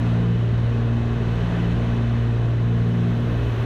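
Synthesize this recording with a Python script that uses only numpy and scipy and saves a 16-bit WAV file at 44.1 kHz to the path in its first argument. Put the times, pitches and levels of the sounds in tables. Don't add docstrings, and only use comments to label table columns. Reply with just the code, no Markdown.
import sys
import numpy as np
from scipy import signal
from scipy.fft import rfft, irfft, next_fast_len
from scipy.io import wavfile
from scipy.ndimage import uniform_filter1d, minimum_filter1d

SR = 44100
rng = np.random.default_rng(int(sys.argv[2]) if len(sys.argv) > 2 else 0)


def dump_mix(stems):
    frames = np.atleast_2d(stems).T
    limited = np.clip(frames, -1, 1)
    pcm = np.round(limited * 32767).astype(np.int16)
    wavfile.write(sys.argv[1], SR, pcm)


def gain_from_db(level_db):
    decades = np.asarray(level_db, float) / 20
    return 10 ** decades


N = 160965


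def rms_one(x):
    return x / np.sqrt(np.mean(x ** 2) + 1e-20)


def coloured(gain_at):
    size = next_fast_len(N)
    hz = np.maximum(np.arange(size // 2 + 1) * SR / size, 1e-3)
    return rms_one(irfft(rfft(rng.standard_normal(size)) * gain_at(hz), size)[:N])


def drift(rate_hz):
    count = N // 64 + 2
    hz = np.arange(count // 2 + 1) * SR / 64 / count
    slow = irfft(rfft(rng.standard_normal(count)) / (1 + (hz / rate_hz) ** 2), count)
    return np.interp(np.arange(N) / 64, np.arange(count), rms_one(slow))


def air(spectrum, low_hz, high_hz, patchy_db):
    # centre in Hz, width in Hz, peak in dB.
    panels = [(77, 4.9, 9), (407, 47, 6), (677, 13, 4.5), (690, 15, 0), (1077, 160, 3.5), (1310, 14, -9),
              (1520, 14, 4), (1990, 17, 4.5), (2572, 66, 7.5), (3000, 53, 7), (3994, 41, 3.5)]
    spectrum_hz, spectrum_db = np.transpose(spectrum)

    def gain_at(hz):
        db = np.interp(np.log(hz), np.log(spectrum_hz), spectrum_db)
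        for centre_hz, width_hz, peak_db in panels:
            db = db + peak_db / (1 + (2 * (hz - centre_hz) / width_hz) ** 2)
        return gain_from_db(db) / (1 + (low_hz / hz) ** 12) / (1 + (hz / high_hz) ** 20)

    noise = coloured(gain_at)
    size = next_fast_len(N)
    parts = rfft(noise, size)
    half_octave = 2 * np.log2(np.arange(1, size // 2 + 2) * SR / size / low_hz)
    out = 0
    for k in range(-1, int(2 * np.log2(high_hz / low_hz)) + 3):
        band = irfft(parts * np.clip(1 - abs(half_octave - k), 0, 1), size)[:N]
        out = out + band * gain_from_db(patchy_db * drift(13))
    return rms_one(out)


def airflow():
    # time in seconds, level in dB.
    level_points = [(0.05, -36.5), (0.06, -35.5), (0.31, -39), (1.18, -37.5), (1.51, -35), (2.21, -38),
                    (2.4, -38.5), (2.62, -39.5), (3.55, -36.5), (3.6, -36)]
    # frequency in Hz, density in dB per Hz.
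    rumble_spectrum = [(20, -9), (30, -4), (45, -2.5), (90, -1.5), (150, -6), (260, -4.5), (330, -11),
                       (450, -11)]
    roar_spectrum = [(500, 2), (680, -2), (800, -5), (1090, -7.5), (1760, -8), (2280, -15), (3030, -15.5),
                     (4210, -19)]
    hiss_spectrum = [(4300, 0.5), (5000, -4), (6300, -4.5), (7000, -10), (8500, -15.5), (10000, -19),
                     (12500, -23), (15700, -23.5)]
    rumble_top_hz, crossover_hz = 492, 4340
    rumble_db, hiss_db = -31.5, -22.5

    level_db = np.interp(np.arange(N) / SR, *np.transpose(level_points))
    roar = air(roar_spectrum, rumble_top_hz, crossover_hz, patchy_db=.5)
    hiss = gain_from_db(hiss_db) * air(hiss_spectrum, crossover_hz, 16000, patchy_db=.5)
    rumble = gain_from_db(rumble_db - level_db.mean()) * air(rumble_spectrum, 15, rumble_top_hz, patchy_db=-.5)
    return gain_from_db(level_db) * (roar + hiss + rumble)


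def alternators():
    # frequency in Hz, level in dB, wobble as a share of frequency.
    whine = [(5794, -80, .005), (8691, -81.5, .005), (11588, -81, .005), (14485, -81, .005),
             (9480, -90, .0025), (12640, -85.5, .003), (10460, -86.5, 0)]
    from_s, fade_s = 2.6, .9
    wobble_hz, wobble_width_hz = 30, 8

    t = np.arange(N) / SR
    wobble = coloured(lambda hz: 1 / (1 + ((hz - wobble_hz) / wobble_width_hz) ** 2))
    tones = 0
    for hz, db, share in whine:
        turns = hz * np.cumsum(1 + share * wobble) / SR
        tones = tones + gain_from_db(db + 9) * np.cos(2 * np.pi * turns)
    return tones * np.clip((t - from_s) / fade_s, 0, 1.2)


def engines():
    # order, left engine level in dB,
    # right engine level in dB, moment both are in step in seconds.
    orders = [(1, -54, -50, 9.1), (2, -44, -55, 5.9), (3, -33.3, -33.1, 1.69), (4, -36, -52, 1.86),
              (5, -48, -53, 1.2), (6, -18.6, -33, .45), (7, -40, -47, 1.0), (8, -43, -42, 1.35),
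              (9, -29.5, -26.8, .41), (10, -49, -52, .23), (11, -50, -52, .43), (12, -30.5, -34, .96),
              (14, -51, -49, .1), (15, -43.5, -44.5, .01), (18, -41, -49, .41), (20, -53, -53, .07),
              (21, -47, -50, .51), (22, -49, -56, .27), (24, -42, -45, .24), (27, -51, -63, .11),
              (30, -53, -60, .06), (32, -55, -67, .11), (33, -57, -69, .15), (36, -57, -66, .28),
              (38, -56, -76, .11)]
    # order,
    # first start in seconds, hold in seconds, level in dB, lag in turns.
    handover = [
        (3, 3.26, .26, -26, -.46),
        (6, 1.18, .31, -19.5, .18),
        (9, .39, .26, -29.5, .38),
        (9, .66, .35, -40, .57),
    ]
    cycle_hz, speedup_hz_per_s, mid_s = 19.387, .029, 1.8
    right_slower_hz = .081
    handover_fade_s = .05
    flutter_db, flutter_hz, phase_sway_turns = .4, 4, .006

    t = np.arange(N) / SR
    cycles = cycle_hz * t + speedup_hz_per_s / 2 * (t - mid_s) ** 2
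    out = 0
    for order, left_db, right_db, step_s in orders:
        beat_hz = order * right_slower_hz
        left = order * cycles + rng.random() + phase_sway_turns * drift(flutter_hz)
        right = left - beat_hz * (t - step_s)
        tone = gain_from_db(left_db) * np.cos(2 * np.pi * left) + gain_from_db(right_db) * np.cos(2 * np.pi * right)
        for handed_order, first_s, held_s, db, lag_turns in handover:
            if handed_order != order:
                continue
            held = (t - first_s) % (1 / beat_hz) < held_s
            share = uniform_filter1d(held * 1., int(handover_fade_s * SR))
            other_port = gain_from_db(db) * np.cos(2 * np.pi * (left + lag_turns))
            tone = (1 - share) * tone + share * other_port
        out = out + tone * gain_from_db(flutter_db * drift(flutter_hz))
    return out


def scene():
    return (airflow() + alternators() + engines())[None]


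def low_pass(x):
    return signal.sosfilt(signal.butter(12, 15740, fs=SR, output="sos"), x)


def record(dry):
    limit, hold_s = .255, .012
    span = int(hold_s * SR)
    gain = minimum_filter1d(np.minimum(1, limit / (abs(dry) + 1e-9)), span)
    return low_pass(dry * uniform_filter1d(gain, span))


dry = scene()
out = record(dry)
dump_mix(out)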